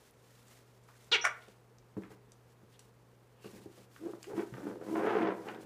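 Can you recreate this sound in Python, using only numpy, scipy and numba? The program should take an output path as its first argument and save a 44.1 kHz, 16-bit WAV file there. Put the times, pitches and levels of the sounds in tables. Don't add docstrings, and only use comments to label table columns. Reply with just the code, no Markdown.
import sys
import numpy as np
from scipy import signal
from scipy.fft import rfft, irfft, next_fast_len
from scipy.io import wavfile
from scipy.ndimage import uniform_filter1d
from numba import njit

SR = 44100
rng = np.random.default_rng(int(sys.argv[2]) if len(sys.argv) > 2 else 0)


def dump_mix(stems):
    frames = np.atleast_2d(stems).T
    limited = np.clip(frames, -1, 1)
    pcm = np.round(limited * 32767).astype(np.int16)
    wavfile.write(sys.argv[1], SR, pcm)


N = 249165
TIME = np.arange(N) / SR

BITE_START_S, BITE_RISE_S, BITE_FALL_S = 1.1125, 0.020, 0.041
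BITE_DB = -23.5
REED_SLACK_HZ, REED_PRESSED_HZ = 352, 484
REED_DELAY_S, REED_ONSET_S = 0.0018, 0.00092
CHAMBER_START_HZ, CHAMBER_END_HZ, CHAMBER_SINK_S, CHAMBER_WIDTH_HZ = 4870, 1930, 0.02, 600
# centre in Hz, width in Hz, level in dB.
PIPE_MODES = [(1430, 130, -1), (2255, 62, -2), (3020, 130, -3), (5850, 170, 1)]
# delay in seconds, level in dB.
NEAR_ECHOES = [(.0007, -28.5), (.0021, -25), (.0063, -12)]
# time in seconds, pitch in Hz, level in dB.
REFILL_CURVE = [(1.242, 730, -33), (1.246, 770, -29.5), (1.250, 900, -26), (1.2535, 1030, -21),
                (1.257, 1180, -26), (1.261, 700, -33), (1.269, 640, -28.5), (1.275, 620, -34),
                (1.283, 590, -43)]
# start, swell and fade in seconds, level in dB, pitch in Hz.
WHISTLE = (1.21, 0.0072, 0.0449, -41.5, 5750)
# frequency in Hz, level in dB.
SQUEEZE_COLOUR = [(200, -4), (430, -3), (950, -9), (1450, -7.5), (1900, -8.5), (2700, -8.5), (3600, -6.5),
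                  (5000, -13.5), (7000, -20.5), (10000, -37), (15000, -47.5)]
REFILL_COLOUR = [(350, -15.5), (520, -17), (680, -3), (1000, -9), (1450, 0), (2000, -1), (2900, -16),
                 (4500, -29), (5600, -17), (6400, -22), (10000, -28.5), (15000, -48.5)]

# start, swell and fade in seconds, peak in dB before the dog's mix.
GRUNTS = [(4.021, 0.056, 0.02505, -42), (4.135, 0.004, 0.0427, -54), (4.298, 0.017, 0.0407, -43),
          (4.352, 0.041, .026, -37), (4.535, 0.045, 0.0337, -47), (4.6, 0.041, 0.026, -44),
          (4.644, 0.033, .06, -39.5), (4.748, 0.0084, 0.02224, -44.5), (4.803, 0.012, 0.0606, -45),
          (4.85, 0.035, 0.0612, -42.5), (4.948, 0.011, 0.1254, -33.5), (4.971, .115, 0.1386, -32.5),
          (5.121, 0.097, 0.101, -30.5), (5.26, .018, .055, -30.5), (5.335, 0.064, 0.0259, -45),
          (5.434, 0.04, 0.0853, -46), (5.527, 0.015, 0.1206, -48)]
GRUNT_SWELL_DB, GRUNT_EDGE_S = 9, 0.01203
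FLAP_HZ, FLAP_REFERENCE_DB, FLAP_DOUBLING_DB = 110.93, -34, 55
# time in seconds, pitch in Hz.
PITCH_CURVE = [(4.0, 274.5), (4.035, 337.2), (4.065, 348.6), (4.1, 420.1), (4.265, 310.6), (4.29, 412.2),
               (4.325, 464.3), (4.35, 343.9), (4.375, 314.3), (4.4, 379.4), (4.44, 428.7), (4.53, 295.7),
               (4.68, 289.4), (4.83, 370), (4.9, 304.2), (4.93, 324), (4.98, 332.8), (5.04, 425.7),
               (5.075, 462.2), (5.1, 437.8), (5.125, 373), (5.162, 430), (5.185, 327.4), (5.24, 329.2),
               (5.277, 436.4), (5.3, 324.7), (5.41, 320.6), (5.46, 398.5), (5.6, 340.6)]
# centre in Hz, width in Hz, level in dB.
THROAT_MODES = [(131, 32, -15.5), (216.3, 40, -5.5), (318, 40, -3), (450, 60, -3)]
VOICE_RING_WIDTH_HZ, VOICE_RING_DB = 160, 1
# frequency in Hz, level in dB.
MOUTH_COLOUR = [(350, -20.5), (570, -12.5), (710, 3.5), (850, 2.5), (1030, 4.5), (1250, -13), (1700, -31)]
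SNARL_COLOUR = [(850, -8), (1280, 7.5), (1600, 2.5), (2200, -5.5), (2700, -12.5), (3300, -17.5),
                (4200, -28.5), (6500, -36.5), (10000, -62)]
# time in seconds, level in dB before a fixed trim.
JAW_CURVE = [(4.05, -19), (4.27, -3), (4.3, -10), (4.34, -11.5), (4.4, -10.5), (4.48, 0), (4.57, -9),
             (4.78, -19), (4.82, -13.5), (4.87, -9), (4.935, -8), (4.957, -7), (5.12, -5), (5.17, -5),
             (5.28, -9), (5.4, -10.5), (5.5, 0.5), (5.6, -14.5)]
# time in seconds, level in dB before a trim.
TEETH_CURVE = [(4.1, -2.5), (4.32, -3.5), (4.4, -0.5), (4.67, -2), (4.97, -4.5), (5.1, 0.5), (5.2, -2.5),
               (5.28, -0.5), (5.36, -6), (5.5, -1)]
TOP_DB, TOP_FOLLOWS = 6.5, 0.97
RASP_FLUTTER = 0.42
FLUTTER_HZ = 62.34
# start, swell and fade in seconds, peak in dB before flutter and mix, flutter depth (held to 0.4-1).
NOTES = [(3.994, 0.048, 0.082, -43.5, .45), (4.05, 0.014, 0.018, -36, .7),
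         (4.266, 0.012, 0.029, -41.5, 0.49), (4.3, 0.025, 0.048, -39.5, 0.57),
         (4.355, 0.041, 0.023, -35.5, .8), (4.413, 0.022, 0.01, -47.5, 0.39), (4.625, 0.04, 0.041, -39, .7),
         (4.896, 0.035, 0.025, -33.5, 0.77), (4.945, 0.025, 0.03, -35.5, 0.8),
         (5.035, 0.039, 0.096, -35, 0.74), (5.121, 0.0095, 0.025, -39, 0.38),
         (5.148, 0.013, 0.022, -28.5, 0.75), (5.17, 0.045, 0.038, -31, 0.69),
         (5.254, 0.02, 0.046, -35.5, 0.9), (5.34, 0.05, 0.037, -48, 0.57)]
OVERTONES_DB = [-18, -31.5]
# start in seconds, peak in dB, brightness (lowpass) in Hz.
POPS = [(4.134, -33, 1186), (4.298, -38, 1400), (4.569, -38.5, 2000), (4.58, -36, 1300), (4.603, -39, 2600),
        (4.669, -32.5, 1698), (4.713, -37, 1000), (4.8137, -37, 1090), (4.822, -40, 1300),
        (4.953, -27.5, 1200), (5.024, -33, 2401), (5.05, -23, 1100), (5.07, -23, 1701)]
# centre in Hz before a random detune, width in Hz, level in dB.
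POP_MODES = [(332, 97, 3), (464, 190, -2), (769, 94, -4), (1080, 199, -13.5), (1478, 280, -10.5),
             (2200, 400, -26)]

# start in seconds, peak in dB, hardness (top of the band) in Hz, ring in seconds.
PAWS = [(1.481, -48.5, 960, 0.11), (1.967, -32, 390, 0.065), (1.982, -36, 335, 0.03),
        (2.105, -46, 1200, 0.17), (2.63, -48, 237, 0.026), (3.443, -41, 1190, 0.08),
        (3.457, -40, 597, 0.072), (3.532, -46.5, 447, 0.39), (3.581, -51, 805, 0.25),
        (3.657, -38.5, 427, 0.061), (3.776, -49.5, 700, 0.14), (4.135, -58, 710, 0.063),
        (4.525, -39.5, 201, 0.096)]
# frequency in Hz, level in dB.
FLOOR_COLOUR = [(40, -23), (90, -3.5), (140, -4), (220, 0), (340, 2), (460, -0.5), (650, -7), (1000, -7.5),
                (3000, -9)]
# start in seconds, pitch in Hz, level in dB before swell, ring in seconds.
BOOMS = [(1.968, 120.8, -40, 0.1), (4.336, 130.4, -41, 0.12), (4.522, 132, -31, 0.11)]
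# start in seconds, peak in dB, centre in Hz, width in Hz.
CLICKS = [(.109, -55.5, 11000, 2800), (.482, -50.5, 7240, 2500), (.837, -59, 7000, 2000),
          (.887, -49, 1040, 1198), (1.044, -52.5, 7600, 1990), (1.484, -54, 6850, 1500),
          (1.784, -53.5, 5420, 3500), (2.022, -51, 1690, 700), (2.0352, -41.5, 1520, 1000),
          (2.052, -59, 1510, 400), (2.3193, -47.5, 6160, 3000), (2.792, -51, 2700, 1800),
          (2.793, -44.5, 7100, 4000), (3.962, -45, 1400, 2940), (4.229, -39.5, 7240, 1000),
          (4.242, -43.5, 1794, 4000), (4.539, -41.5, 1415, 500), (5.16, -42, 2347, 1500),
          (5.226, -39, 1974, 1500), (5.276, -38, 1900, 1500), (5.486, -34.5, 2230, 1500),
          (5.5463, -48, 2750, 1500)]
CLICK_BODY_DB = -5.5
CLICK_RING_S, CLICK_SHORTENING = 0.024, 0.23

# strongest moment, swell and fade in seconds, peak in dB before a 3 dB lift.
TUGS = [(.07, .1, 0.049, -69.5), (.38, 0.27, 0.34, -71), (.53, 0.06, 0.12, -67), (.74, 0.21, 0.081, -77.5),
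        (1.03, 0.25, 0.12, -71), (1.452, 0.44, 0.19, -73), (1.98, 0.014, 0.13, -73.5),
        (2.12, 0.028, 0.038, -69), (2.51, 0.039, 0.042, -75.5), (2.75, 0.083, 0.026, -75),
        (2.81, 0.022, 0.11, -74), (3.47, 0.078, 0.22, -66), (3.56, 0.082, 0.17, -70.5),
        (3.79, 0.11, 0.09, -67), (3.97, 0.089, 0.034, -67.5), (4.08, 0.14, 0.12, -67.5),
        (4.26, 0.089, 0.13, -66), (4.38, 0.06, 0.085, -63.5), (4.65, 0.43, 0.18, -67.5),
        (4.96, 0.18, 0.18, -62.5), (5.2, 0.36, 0.085, -67.5), (5.49, 0.29, 0.12, -67.5),
        (5.629, 0.048, 0.025, -65)]
PLUSH_REST_DB = -82.5
PLUSH_CLUMP_DB = 1.46
# frequency in Hz, level in dB.
PLUSH_COLOUR = [(600, 1.5), (1500, 4), (4000, 0.5), (7000, -0.5), (10000, -3.5), (15000, -7.5)]
# middle and length in seconds, level in dB, centre in Hz, width in Hz.
SCUFFS = [(0.513, 0.091, -79, 1100, 1200), (0.907, 0.057, -64, 850, 1000), (0.94, 0.069, -70, 1500, 900),
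          (1.463, 0.14, -68, 2930, 2000), (2.058, 0.068, -62.5, 1050, 1200), (2.117, 0.059, -67, 900, 1200),
          (2.752, 0.04, -70.5, 3160, 1500), (3.458, 0.066, -60.5, 2700, 450),
          (3.462, 0.084, -68, 4350, 800), (3.39, 0.09, -73.5, 2600, 1200)]
SCUFF_GRAIN_DB = 5

# frequency in Hz, relative level in dB.
AIR_COLOUR = [(25, -19.5), (52, 2.5), (85, -4.5), (155, -2), (205, 2.5), (300, -4), (450, 2.5), (620, -6),
              (1000, -7.5), (2000, -16), (3200, -22.5), (6300, -27.5), (15000, -30.5)]
AIR_DB, HUM_HZ, HUM_DB = -65.5, 120.6, -65.5
# frequency in Hz, time to fall 60 dB in seconds.
ROOM_T60 = [(150, 0.35), (500, 0.52), (2000, 0.42), (5500, 0.2), (14000, 0.16)]
ROOM_GRAIN_DB = 2
EARLY_DB, EARLY_S = 4, 0.049
CUTOFF_HZ = 15350


def squeaker():
    return squeeze() + whistle() + refill()


def squeeze():
    pressure = arch(BITE_START_S, BITE_RISE_S, BITE_FALL_S)
    since_bite = TIME - BITE_START_S
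    reed_hz = REED_SLACK_HZ + (REED_PRESSED_HZ - REED_SLACK_HZ) * pressure ** 2
    reed = valve(reed_hz, jitter=0.016, shimmer_db=1.5, hiss=0.17)
    sink = np.exp(-np.maximum(since_bite, 0) / CHAMBER_SINK_S)
    chamber_hz = CHAMBER_END_HZ + (CHAMBER_START_HZ - CHAMBER_END_HZ) * sink
    chamber = gliding_resonance(reed, chamber_hz, CHAMBER_WIDTH_HZ)
    chamber = gliding_resonance(chamber, chamber_hz, CHAMBER_WIDTH_HZ)
    honk = colour(pipe(reed - from_db(17) * chamber), SQUEEZE_COLOUR)
    echoes = sum(from_db(db) * np.interp(TIME - delay, TIME, honk) for delay, db in NEAR_ECHOES)
    honk = even(honk + echoes, span=0.004)
    onset = np.clip((since_bite - REED_DELAY_S) / REED_ONSET_S, 0, 1)
    return honk * from_db(BITE_DB) * pressure ** 0.97 * onset


def whistle():
    start, swell, fade, level_db, hz = WHISTLE
    breath = resonate(resonate(rng.standard_normal(N), hz, 300), hz, 300)
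    return from_db(level_db) * arch(start, swell, fade) * even(breath, span=0.0046)


def refill():
    hz, level_db = in_time(REFILL_CURVE)
    reed = valve(hz, jitter=0.07, shimmer_db=2, hiss=0.55)
    rasp = even(colour(pipe(reed), REFILL_COLOUR), span=0.00755)
    return rasp * from_db(level_db) * gate(REFILL_CURVE, fade=0.00084)


def pipe(x):
    return x + sum(from_db(db) * resonate(x, hz, width) for hz, width, db in PIPE_MODES)


def growl(slaps):
    push = effort()
    pitch_hz, = in_time(PITCH_CURVE)
    jaw_db, = in_time(JAW_CURVE)
    teeth_db, = in_time(TEETH_CURVE)

    effort_db = 20 * np.log10(np.maximum(push, 1e-3))
    flap_hz = FLAP_HZ * 2 ** ((effort_db - FLAP_REFERENCE_DB) / FLAP_DOUBLING_DB)
    folds = valve(flap_hz, jitter=0.25, shimmer_db=3, hiss=0.45)
    throat = sum(from_db(db) * resonate(folds, hz, width) for hz, width, db in THROAT_MODES)
    throat = throat + from_db(VOICE_RING_DB) * gliding_resonance(folds, pitch_hz, VOICE_RING_WIDTH_HZ)
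    throat = butter(throat, 3, [105, 540], "band")
    locked = np.max([arch(start, swell, fade) for start, swell, fade, _, _ in NOTES], axis=0)
    chest = from_db(-0.5 - 6.1 * locked) * even(throat, span=0.018)

    rasp = 0.5 * folds + valve(pitch_hz, jitter=0.075, shimmer_db=4, hiss=0.4)
    mouth = from_db(jaw_db - 0.9) * even(colour(rasp, MOUTH_COLOUR), span=0.016)
    bright = colour(rasp, SNARL_COLOUR)
    top = signal.sosfiltfilt(signal.butter(2, 2300, "high", fs=SR, output="sos"), bright)
    bared = bright + (from_db(TOP_DB + TOP_FOLLOWS * teeth_db) - 1) * top
    snarl = from_db(jaw_db + teeth_db - 2.43) * even(bared, span=0.031)
    return (chest + (mouth + snarl) * (1 + RASP_FLUTTER * slaps)) * push


def effort():
    push = np.zeros(N)
    for start, swell, fade, peak_db in GRUNTS:
        edge_db = peak_db - GRUNT_SWELL_DB
        shape = [(start, edge_db), (start + swell, peak_db), (start + swell + fade, edge_db)]
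        level_db, = in_time(shape)
        push = np.maximum(push, from_db(level_db) * gate(shape, fade=GRUNT_EDGE_S))
    return push


def flutter():
    phase = np.cumsum(FLUTTER_HZ * np.exp(0.36 * drift(70))) / SR
    slap_gains = from_db(2.3 * rng.standard_normal(int(phase[-1]) + 1))
    strength = slap_gains[phase.astype(int)]
    slaps = uniform_filter1d(strength * np.exp(-2.4 * (phase % 1)), size=110)
    return slaps / slaps.mean() - 1


def voice(slaps):
    pitch_hz, = in_time(PITCH_CURVE)
    phase = 2 * np.pi * np.cumsum(pitch_hz * (1 + 0.045 * drift(260))) / SR
    tone = np.sin(phase)
    for harmonic, db in enumerate(OVERTONES_DB, start=2):
        tone = tone + from_db(db) * np.sin(harmonic * phase)
    levels = []
    for start, swell, fade, peak_db, depth in NOTES:
        chopped = 1 + np.clip(depth, 0.4, 1) * slaps
        levels.append(from_db(peak_db) * arch(start, swell, fade) * chopped)
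    return tone * np.max(levels, axis=0)


def pops():
    out = np.zeros(N)
    for s, peak_db, bright_hz in POPS:
        flap = 0.1 * burst(0.012)
        flap[0] += 1
        ring = 0
        for k, (hz, width_hz, mode_db) in enumerate(POP_MODES):
            mode = resonate(flap, hz * rng.uniform(0.86, 1.04), width_hz)
            ring = ring + from_db(mode_db) * mode * (-1) ** k
        add(out, s, from_db(peak_db) * peak_one(butter(ring, 3, bright_hz, "low")))
    return out


def paws():
    out = np.zeros(N)
    for s, peak_db, hard_hz, t60 in PAWS:
        thud = butter(colour(burst(t60), FLOOR_COLOUR), 2, [70, hard_hz], "band")
        add(out, s, from_db(peak_db) * peak_one(thud))
    t = TIME[:SR // 2]
    for s, hz, level_db, t60 in BOOMS:
        swell = 1 - np.exp(-t * hz)
        add(out, s, swell * np.sin(2 * np.pi * hz * t) * from_db(level_db - 60 * t / t60))
    return out


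def clicks():
    out = np.zeros(N)
    for s, peak_db, hz, width_hz in CLICKS:
        t60 = CLICK_RING_S * (1000 / hz) ** CLICK_SHORTENING
        tick = resonate(resonate(burst(t60), hz, 0.8 * hz), hz, width_hz)
        body = resonate(burst(t60), 0.6 * hz, 0.9 * hz)
        tick = tick + from_db(CLICK_BODY_DB) * body
        tick = butter(tick, 2, min(1.8 * hz, 0.4 * SR), "low")
        add(out, s, from_db(peak_db) * peak_one(tick))
    return out


def rubbing():
    power = from_db(PLUSH_REST_DB) ** 2
    for s, swell, fade, peak_db in TUGS:
        power = power + (from_db(peak_db) * arch(s - swell, swell, fade)) ** 2
    fibres = rng.standard_normal(N) * from_db(1.4 * drift(400) + PLUSH_CLUMP_DB * drift(70))
    out = from_db(3.0) * np.sqrt(power) * rms_one(colour(fibres, PLUSH_COLOUR))
    slips = rng.standard_normal(N) * from_db(SCUFF_GRAIN_DB * drift(260))
    for s, length, level_db, hz, width_hz in SCUFFS:
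        stroke = np.exp(-2 * ((TIME - s) / (length / 2)) ** 2)
        scuff = resonate(resonate(slips, hz, width_hz), hz, width_hz)
        out += from_db(level_db) * stroke * rms_one(scuff)
    return out


def background():
    hum = np.sqrt(2) * np.sin(2 * np.pi * HUM_HZ * TIME) * from_db(HUM_DB + 0.5 * drift(3.4))
    settling = from_db(np.interp(TIME, [0, 0.3], [-9, 0]))
    air = from_db(AIR_DB) * rms_one(colour(rng.standard_normal(N), AIR_COLOUR))
    return hum * settling + air


def room(x, gap):
    t = TIME[:SR * 2 // 3]
    edges = np.geomspace(70, 17000, 9)
    tail = 0
    for low, high in zip(edges, edges[1:]):
        echoes = rng.standard_normal(len(t)) * from_db(ROOM_GRAIN_DB * drift(500)[:len(t)])
        band = butter(rms_one(echoes), 2, [low, high], "band")
        tail = tail + band * from_db(-60 * t / at_hz(ROOM_T60, np.sqrt(low * high)))
    tail = tail * np.clip(t / gap - 1, 0, 1) * (1 + from_db(EARLY_DB) * np.exp(-t / EARLY_S))
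    return signal.fftconvolve(x, tail / np.sqrt(np.sum(tail ** 2)))[:N]


def valve(hz, jitter, shimmer_db, hiss):
    step = hz * np.exp(jitter * drift(np.mean(hz))) / SR
    phase = np.cumsum(step) % 1
    pulses = np.maximum(1 - np.abs(phase / step - 1), 0) / np.sqrt(step)
    pulses = pulses - np.sqrt(step)
    puffs = rms_one(np.exp(-3 * phase) * rng.standard_normal(N))
    return (pulses + hiss * puffs) * from_db(shimmer_db * drift(np.mean(hz)))


def burst(t60):
    t = TIME[:SR // 4]
    return rng.standard_normal(len(t)) * from_db(-60 * t / t60)


def resonate(x, hz, width_hz):
    r = np.exp(-np.pi * width_hz / SR)
    forward = np.array([1, 0, -1]) * (1 - r * r) / 2
    feedback = [1, -2 * r * np.cos(2 * np.pi * hz / SR), r * r]
    return signal.lfilter(forward, feedback, x + 1e-18)


def gliding_resonance(x, hz, width_hz):
    return glide(x, 2 * np.pi * hz / SR, np.exp(-np.pi * width_hz / SR))


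@njit
def glide(x, angle, r):
    y = np.zeros(len(x))
    for i in range(2, len(x)):
        drive = (1 - r * r) / 2 * (x[i] - x[i - 2])
        y[i] = drive + 2 * r * np.cos(angle[i]) * y[i - 1] - r * r * y[i - 2]
    return y


def colour(x, points):
    size = 2 * next_fast_len(len(x) // 2 + 4096)
    hz = np.maximum(np.arange(size // 2 + 1) * SR / size, 5)
    octaves_below = np.maximum(np.log2(points[0][0] / hz), 0)
    octaves_above = np.maximum(np.log2(hz / points[-1][0]), 0)
    level_db = at_hz(points, hz) - 12 * (octaves_below + octaves_above)
    cepstrum = irfft(np.log(from_db(level_db)))
    cepstrum[1:size // 2] *= 2
    cepstrum[size // 2 + 1:] = 0
    return irfft(rfft(x, size) * np.exp(rfft(cepstrum)), size)[:len(x)]


def butter(x, order, hz, kind):
    return signal.sosfilt(signal.butter(order, hz, kind, fs=SR, output="sos"), x)


def at_hz(points, hz):
    f, value = np.transpose(points)
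    return np.interp(np.log(np.maximum(hz, 1)), np.log(f), value)


def in_time(rows):
    s, *columns = np.transpose(rows)
    return [np.interp(TIME, s, c) for c in columns]


def gate(rows, fade):
    return np.clip(1 + np.minimum(TIME - rows[0][0], rows[-1][0] - TIME) / fade, 0, 1)


def arch(start, swell, fade):
    return np.sin(np.pi / 2 * np.interp(TIME, [start, start + swell, start + swell + fade], [0, 1, 0]))


def drift(rate):
    knots = rng.standard_normal(N // 16)
    return np.interp(TIME * rate, np.arange(len(knots)), knots)


def even(x, span):
    size = max(int(span * SR), 2)
    power = uniform_filter1d(uniform_filter1d(x * x, size), size)
    return x / np.sqrt(np.abs(power) + 1e-12)


def rms_one(x):
    return x / np.sqrt(np.mean(x ** 2) + 1e-20)


def peak_one(x):
    return x / np.abs(x).max()


def from_db(db):
    return 10 ** (np.asarray(db) / 20)


def add(out, s, sound):
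    at = int(s * SR)
    out[at:at + len(sound)] += sound[:N - at]


def scene():
    toy = squeaker()
    slaps = flutter()
    dog = from_db(1.5) * growl(slaps) + from_db(1.0) * voice(slaps) + pops()
    dog = butter(dog, 2, 135, "high")
    contacts = paws() + clicks()
    sends = from_db(-10.0) * toy + from_db(-8.5) * dog + from_db(-8.0) * contacts
    reflections = room(sends, gap=0.00351)
    return (toy + dog + contacts + reflections + rubbing() + background())[None]


def record(dry):
    return signal.sosfilt(signal.ellip(12, 0.1, 80, CUTOFF_HZ, fs=SR, output="sos"), dry)


dry = scene()
out = record(dry)
dump_mix(out)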